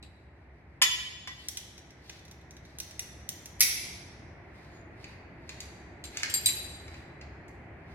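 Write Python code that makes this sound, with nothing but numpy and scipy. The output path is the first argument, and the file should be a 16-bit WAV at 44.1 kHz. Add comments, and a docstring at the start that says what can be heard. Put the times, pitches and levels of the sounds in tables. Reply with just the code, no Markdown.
"""Climbing hardware in a training hall

Two microphones stand a few metres from climbing hardware handled in a hard-walled training hall.
A hanging steel fitting clangs: noise bursts and decaying modes. A carabiner gate clicks and snaps shut:
short coloured noise. Pulley plates clack and scrape, and the carabiner frame clinks with bright modes.
Rope rustles as grainy noise with one thin squeak; a background of duct rumble and air grows louder."""
import sys
import numpy as np
from scipy import signal
from scipy.fft import rfft, irfft
from scipy.io import wavfile
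from scipy.ndimage import uniform_filter1d

SR = 44100
rng = np.random.default_rng(int(sys.argv[2]) if len(sys.argv) > 2 else 0)


def pcm_store(signal):
    """Save signal as 16-bit PCM."""
    levels = np.round(np.clip(np.atleast_2d(signal), -1, 1) * 32767)
    wavfile.write(sys.argv[1], SR, levels.astype(np.int16).T)


N = 350154
TIME = np.arange(N) / SR
TOP_HZ = 16200  # the recorder's upper limit

# Blows on the hanging steel fitting: start_s, level_db, tilt_db_per_octave, chatter_ms, ring_db
FITTING_BLOWS = [(.8166, -19, -5, 4.5, -4.5), (0.8209, -13.5, -0.5, 8.7, -8.5), (0.837, -29, 6, 5, -18),
                 (1.2739, -33.5, -6, 4.7, -10)]
# Ringing modes of the fitting: pitch_hz, level_db, t60_s
FITTING_MODES = [(1033, -19, .22), (1955, -2.5, .22), (2370, -11, .06), (3051, -1.5, .32), (3455, -4, .55),
                 (4060, -13, .05), (4658, -5.5, .3), (5578, -2.5, .27), (6722, -1.5, .29), (7725, -19, .25),
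                 (8280, -20, .25), (11400, -9, .03)]
# Contact noise of the fitting: frequency_hz, level_db
FITTING_CONTACT = [(250, -44.5), (520, -24.5), (1000, -6), (1450, -8), (2300, 1.5), (3600, 2), (5200, 4.5),
                   (8500, -7), (11500, -2.5), (13500, -10), (16000, -26.5)]


def steel_fitting():
    """The fitting hangs free, so it rings on after every blow."""
    out = np.zeros(N)
    for start_s, level_db, tilt, chatter_ms, ring_db in FITTING_BLOWS:
        add(out, start_s, undb(level_db) * chatter(FITTING_CONTACT, tilt, chatter_ms))
        add(out, start_s, undb(level_db + ring_db) * ring(FITTING_MODES, tilt))
    return out


# Clear clicks of the carabiner gate under the thumb: start_s, level_db, tilt_db_per_octave
GATE_CLICKS = [(1.4852, -23.5, 3.5), (1.5718, -26.5, 0), (1.779, -45, -2.5), (2.0962, -35, -5),
               (2.2516, -49, -1), (2.312, -43, -1.5), (2.5086, -46, 0), (2.5672, -48, -4.5),
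               (2.786, -32.5, 2), (2.801, -26, 1.5), (2.91, -42, -1), (2.9937, -23.5, 1.5),
               (3.290, -23.5, 5), (3.4574, -35, 1.5)]
# Dense damped resonances of gate and frame: frequency_hz, level_db
GATE_CONTACT = [(300, -36), (1150, -17.5), (1650, -6.5), (2080, -0.5), (2900, -2), (4000, 3.5), (5100, 1),
                (5950, 12), (6650, 0.5), (8400, -6.5), (10400, -4), (11600, -4), (14500, -13.5),
                (16000, -11.5)]
GATE_CHATTER_MS = 3.8  # decay time constant of a firm click
# Faint random ticks between the clicks, as the fingers fumble
FUMBLE_START_S, FUMBLE_END_S = 1.4, 3.4
FUMBLE_DB, FUMBLE_SPREAD_DB, FUMBLE_TILT_DB = -55, 3.5, -4  # tilt is per octave


def gate_clicks(count=12):
    """The thumb works the gate: clear clicks with faint ticks scattered between them."""
    slots = (np.arange(count) + rng.random(count)) / count
    times = FUMBLE_START_S + slots * (FUMBLE_END_S - FUMBLE_START_S)
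    ticks = [(s, FUMBLE_DB + FUMBLE_SPREAD_DB * rng.standard_normal(), FUMBLE_TILT_DB) for s in times]
    return held_part(touches(GATE_CLICKS + ticks, GATE_CHATTER_MS), GATE_CONTACT)


# The gate springs shut, bounces and buzzes: start_s, level_db, tilt_db_per_octave, chatter_ms
SNAP_HITS = [(3.596, -40, 3, 8), (3.6063, -11.5, 2.5, 5.8), (3.6125, -18.5, 3, 4.4), (3.6245, -13.5, 2, 2),
             (3.628, -32.5, 3.5, 20)]
# Resonances of the whole jarred carabiner: frequency_hz, level_db
SNAP_CONTACT = [(300, -34.5), (1150, -15.5), (1650, -10.5), (2070, 5.5), (2900, -3.5), (5100, -1),
                (5900, 4.5), (6900, -8.5), (7500, -0.5), (8600, -8), (10400, 1), (11100, -2), (14500, -8.5),
                (16000, -14.5)]


def gate_snap():
    """The spring throws the gate against the frame, and its bounces jar the whole carabiner."""
    return held_part(SNAP_HITS, SNAP_CONTACT)


# Clacks of the pulley side plates: start_s, level_db, tilt_db_per_octave
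PLATE_CLACKS = [(5.042, -39.5, -3.5), (5.4925, -32, -1), (5.604, -31.5, 5), (6.054, -40.5, 6),
                (6.1712, -25, 4), (6.2325, -19, -0.5), (6.488, -25.5, 0.5), (6.88, -44, -4.5),
                (6.942, -45, -5), (7.2124, -43, -3.5), (7.4815, -56, 10)]
# Resonances of the plates: frequency_hz, level_db
PLATE_CONTACT = [(300, -34), (1100, -12), (2400, 8), (3400, -3), (4450, 5), (5300, -3), (6600, 2),
                 (8200, -12), (12000, -18), (16000, -34.5)]
PLATE_CHATTER_MS = 3.8  # decay time constant of a firm clack
# The carabiner scrapes through the eye of the pulley: one rub on the plates, tilt per octave
SCRAPE_S, SCRAPE_HOLD_S, SCRAPE_DB, SCRAPE_TILT_DB = 6.16, 0.075, -49, -8


def pulley_plates():
    """The plates clack together, and the carabiner scrapes as it is threaded through them."""
    clacks = held_part(touches(PLATE_CLACKS, PLATE_CHATTER_MS), PLATE_CONTACT)
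    scrape = colour(rng.standard_normal(N), PLATE_CONTACT, SCRAPE_TILT_DB)
    scrape = scrape * rub(SCRAPE_S, SCRAPE_HOLD_S, attack_s=0.024, release_s=.03)
    return clacks + undb(SCRAPE_DB) * scrape


# Clinks of the carabiner frame; place runs from 0 (nose) to 1 (spine):
# start_s, level_db, tilt_db_per_octave, chatter_ms, ring_db, place
CLINKS = [(0.027, -43, -8, 4, -10.5, .8), (6.0401, -37, -3.5, 3.7, -2.5, 0.53),
          (6.299, -36, -1.5, 5.8, -0.5, 0.4), (6.3398, -25.5, -2, 2.3, 7, 0.1),
          (6.459, -19, .5, 4.5, -0.5, 0.93)]
# Ringing modes of the frame: pitch_hz, level_at_nose_db, level_at_spine_db, t60_s
FRAME_MODES = [(3955, -19, 1.5, .12), (4760, -6, -5, .07), (6000, -17, -12, .06), (7405, -1.5, -2, .13),
               (7770, -22, -8, .08), (8240, -21, -7, .08), (8597, -8, -9, .1), (9005, -18, -4, .1),
               (10730, -26, -14, .1), (11640, -1, 2, .05), (12700, -4, -12, .05), (14960, -16, -11, .1)]
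# Contact noise of the frame: frequency_hz, level_db
FRAME_CONTACT = [(400, -18.5), (1500, -12.5), (3000, 6.5), (6000, 0.5), (8500, 5), (12000, -1),
                 (16000, -42.5)]


def carabiner_frame():
    """The place of the blow decides how strongly each mode of the frame sounds."""
    out = np.zeros(N)
    for start_s, level_db, tilt, chatter_ms, ring_db, place in CLINKS:
        modes = [(hz, nose + place * (spine - nose), t60) for hz, nose, spine, t60 in FRAME_MODES]
        add(out, start_s, undb(level_db) * chatter(FRAME_CONTACT, tilt, chatter_ms))
        add(out, start_s, undb(level_db + ring_db) * ring(modes, tilt))
    return out


# Rope and sleeves, one rub for each move of the hands: full_speed_s, hold_s, level_db
RUBS = [(1.3, 0.29, -61), (2.06, .1, -62.5), (2.66, 0.29, -73), (4.57, .2, -71.5), (5.02, .08, -67),
        (5.49, 0.075, -66.5), (6.16, 0.34, -56.5), (6.93, 0.079, -67), (7.9, .05, -73.5)]
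# Spectrum of the rubbing fibres: frequency_hz, level_db
ROPE_SPECTRUM = [(500, -18), (2200, -1), (4400, 9.5), (7000, -4), (12000, -11), (16000, -19.5)]
RUB_ATTACK_S, RUB_RELEASE_S = 0.037, .04  # time constants of every rub
ROPE_REST_DB = -86  # the hanging rope is never quite still
# The sheave squeaks faintly, sinking in pitch as it slows
SQUEAK_S, SQUEAK_LENGTH_S = 4.69, .18
SQUEAK_HZ, SQUEAK_SAG_HZ_PER_S, SQUEAK_DB = 7000, 2900, -72


def rope(grain_db=3):
    """Fibres catch and slip with each move of the hands; the sheave gives one thin squeak as it turns."""
    speed = undb(ROPE_REST_DB)
    for full_speed_s, hold_s, level_db in RUBS:
        speed = speed + undb(level_db) * rub(full_speed_s, hold_s, RUB_ATTACK_S, RUB_RELEASE_S)
    grain = grain_db * np.tanh(walk(600)) + 2 * np.tanh(walk(21))
    slips = rng.standard_normal(N) * undb(grain)
    rustle = colour(slips / slips.std(), ROPE_SPECTRUM) * speed

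    turning_s = np.clip(TIME - SQUEAK_S, 0, SQUEAK_LENGTH_S)
    hz = SQUEAK_HZ - SQUEAK_SAG_HZ_PER_S * turning_s
    wavering_hz = hz * (1 + 0.0018 * walk(80))
    squeak = np.sin(2 * np.pi * np.cumsum(wavering_hz) / SR)
    squeak = squeak * np.sin(np.pi * turning_s / SQUEAK_LENGTH_S)  # fades in and out once
    return rustle + squeak * undb(SQUEAK_DB)


# Duct rumble: frequency_hz, level_db
RUMBLE_SPECTRUM = [(24, -67.5), (34, -31.5), (48, -16), (66, 2.5), (95, -2), (140, -5.5), (260, -15),
                   (600, -69.5)]
# Air noise: frequency_hz, level_db
AIR_SPECTRUM = [(100, -8), (220, -5), (340, 3.5), (480, -5.5), (700, -2.5), (1250, -11.5), (2000, -5.5),
                (2450, -12), (3100, -26.5), (4500, -40.5), (7000, -54.5), (12000, -53), (15000, -66)]
# Level each layer rises towards, and the whole height of its rise
RUMBLE_DB, RUMBLE_RISE_DB = -50, 6.5
AIR_DB, AIR_RISE_DB = -51, 9
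RISE_MIDDLE_S, RISE_WIDTH_S = 2.87, 2.1


def ventilation():
    """Background of duct rumble and air: diffuse noise, heard to flutter slightly and grow louder."""
    to_come = (1 - np.tanh((TIME - RISE_MIDDLE_S) / RISE_WIDTH_S)) / 2  # share of the rise left
    rumble_db = RUMBLE_DB - RUMBLE_RISE_DB * to_come + 1.0 * walk(15)
    air_db = AIR_DB - AIR_RISE_DB * to_come + 0.25 * walk(3.3)
    return air_noise(RUMBLE_SPECTRUM) * undb(rumble_db) + air_noise(AIR_SPECTRUM) * undb(air_db)


def air_noise(spectrum, apart_hz=900):
    """Diffuse noise: the same at both microphones in the bass, unrelated in the treble."""
    mid, side = colour(rng.standard_normal((2, N)), spectrum)
    alike = 1 / (1 + (np.fft.rfftfreq(N, 1 / SR) / apart_hz) ** 2)
    mid = irfft(rfft(mid) * np.sqrt((1 + alike) / 2), N)
    side = irfft(rfft(side) * np.sqrt((1 - alike) / 2), N)
    return np.array([mid + side, mid - side])


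# Reverberation of the hall: frequency_hz, t60_s
HALL_DECAY = [(400, .8), (1300, 0.85), (3000, 1.144), (5500, 0.92), (8000, 0.81), (11000, 0.66),
              (15000, .36)]


def hall_tail(build_s=0.0011):
    """Diffuse reverberation at two microphones: noise whose high treble dies first."""
    _, t, bands = signal.stft(rng.standard_normal((2, 3 * SR // 2)), SR, nperseg=256)
    t60 = on_bins(HALL_DECAY, size=256)[:, None]
    decay = np.exp(-np.log(1000) * t / t60)
    build = 1 - np.exp(-t / build_s)
    tail = signal.istft(bands * decay * build, SR)[1]
    return tail / np.sqrt(np.sum(tail ** 2) / 2)


# What the walls send back: frequency_hz, level_db
WALL_SPECTRUM = [(2000, 0), (6000, -4.5), (16000, -3)]


def in_hall(x, lag_ms, early_db, tail_db, early_s=.014, count=80):
    """Direct sound, reaching one microphone first; scattered early reflections; then the hall."""
    response = undb(tail_db) * hall_tail()
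    for channel in response:
        delay_s = 0.0012 + rng.exponential(early_s, count)
        echo = rng.standard_normal(count)
        place = (np.minimum(delay_s, 1) * SR).astype(int)
        channel[place] += undb(early_db) * echo / np.linalg.norm(echo)
    response = colour(response, WALL_SPECTRUM)
    lag = round(lag_ms * SR / 1000)  # positive: the first channel hears it later
    response[0, max(lag, 0)] += 1
    response[1, max(-lag, 0)] += 1
    return signal.fftconvolve(x[None], response, axes=1)[:, :N]


def held_part(events, body):
    """The hand damps the ring and leaves a dry click."""
    out = np.zeros(N)
    for start_s, level_db, tilt, chatter_ms in events:
        add(out, start_s, undb(level_db) * chatter(body, tilt, chatter_ms))
    return out


FIRM_DB, SOFTEN_DB = -30.5, 36.5  # a firm contact; a touch SOFTEN_DB lighter chatters twice as long


def touches(rows, firm_ms):
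    """Firm contacts are crisp; lighter ones chatter longer."""
    return [(s, db, tilt, firm_ms * 2 ** ((FIRM_DB - db) / SOFTEN_DB)) for s, db, tilt in rows]


def chatter(body, tilt, ms, size=4096):
    """Metal meets metal in a burst of tiny contacts: coloured noise that dies with time constant ms."""
    t = np.arange(size) / SR
    burst = rng.standard_normal(size) * np.exp(-t * 10 ** 3 / max(ms, .5))
    return colour(burst, body, tilt)


def ring(modes, tilt, pivot_hz=4000):
    """Decaying modes in close pairs that beat 8 to 11 times a second; a higher tilt favours the high ones."""
    t = np.arange(SR) / SR
    out = 0
    for hz, db, t60 in modes:
        sign = rng.choice([-1, 1])
        beat = np.cos(2 * np.pi * rng.uniform(4.0, 5.7) * t)  # half the spacing of the pair, in Hz
        pair = sign * np.cos(2 * np.pi * hz * t) * beat
        gain = undb(db + tilt * np.log2(hz / pivot_hz))
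        out = out + gain * pair * np.exp(-np.log(1000) * t / t60)
    return out


def rub(s, hold_s, attack_s, release_s):
    """Envelope of a sliding move: it gathers speed until s, holds and dies away."""
    rise = np.minimum(TIME - s, 0) / attack_s
    fall = np.maximum(TIME - s - hold_s, 0) / release_s
    return np.exp(rise - fall)


def undb(db):
    """Decibels to gain."""
    return 10 ** (np.asarray(db) / 20)


def on_bins(points, size):
    """A table over frequency, read at the bins of a transform."""
    hz, value = np.transpose(points)
    return np.interp(np.log(np.fft.rfftfreq(size, 1 / SR) + 1), np.log(hz), value)


def colour(x, points, tilt=0):
    """Causal filter with the given spectrum; white noise keeps its audible power."""
    size = x.shape[-1]
    gain = undb(on_bins([(hz, db + tilt * np.log2(hz)) for hz, db in points], size))
    audible = np.fft.rfftfreq(size, 1 / SR) < TOP_HZ
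    cepstrum = irfft(np.log(gain / np.sqrt(np.mean(audible * gain ** 2))), size)
    cepstrum[1:size // 2] *= 2  # folding the cepstrum gives minimum phase
    cepstrum[size // 2 + 1:] = 0
    return irfft(rfft(x) * np.exp(rfft(cepstrum)), size)


def walk(rate):
    """Smooth chance with a spread of 1, drawn afresh rate times a second."""
    k = max(int(SR / rate), 1)
    steps = np.repeat(rng.standard_normal(N // k + 1), k)
    y = uniform_filter1d(steps, k)[:N]
    return y / y.std()


def add(track, s, sound):
    """Lay a sound into a track at time s."""
    i = max(int(s * SR), 0)
    track[i:i + len(sound)] += sound[:N - i]


def scene():
    """The gate clicks sound driest, the snap rings the hall most; each source has its own reverberation."""
    clangs = in_hall(steel_fitting(), lag_ms=-.11, early_db=-5.0, tail_db=-7.5)
    clicks = in_hall(gate_clicks(), lag_ms=.1, early_db=-9, tail_db=-7)
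    snap = in_hall(gate_snap(), lag_ms=.09, early_db=-3.5, tail_db=-2.0)
    clacks = in_hall(pulley_plates(), lag_ms=-.11, early_db=-6, tail_db=-4.5)
    clinks = in_hall(carabiner_frame(), lag_ms=.14, early_db=-2.5, tail_db=-7)
    rustle = in_hall(rope(), lag_ms=-.1, early_db=1.0, tail_db=-10)
    return clangs + clicks + snap + clacks + clinks + rustle + ventilation()


def record(dry):
    """The recorder cuts the very top with a steep low-pass."""
    low_pass = signal.ellip(10, .2, 80, TOP_HZ, fs=SR, output="sos")
    return signal.sosfilt(low_pass, dry)


dry = scene()
out = record(dry)
pcm_store(out)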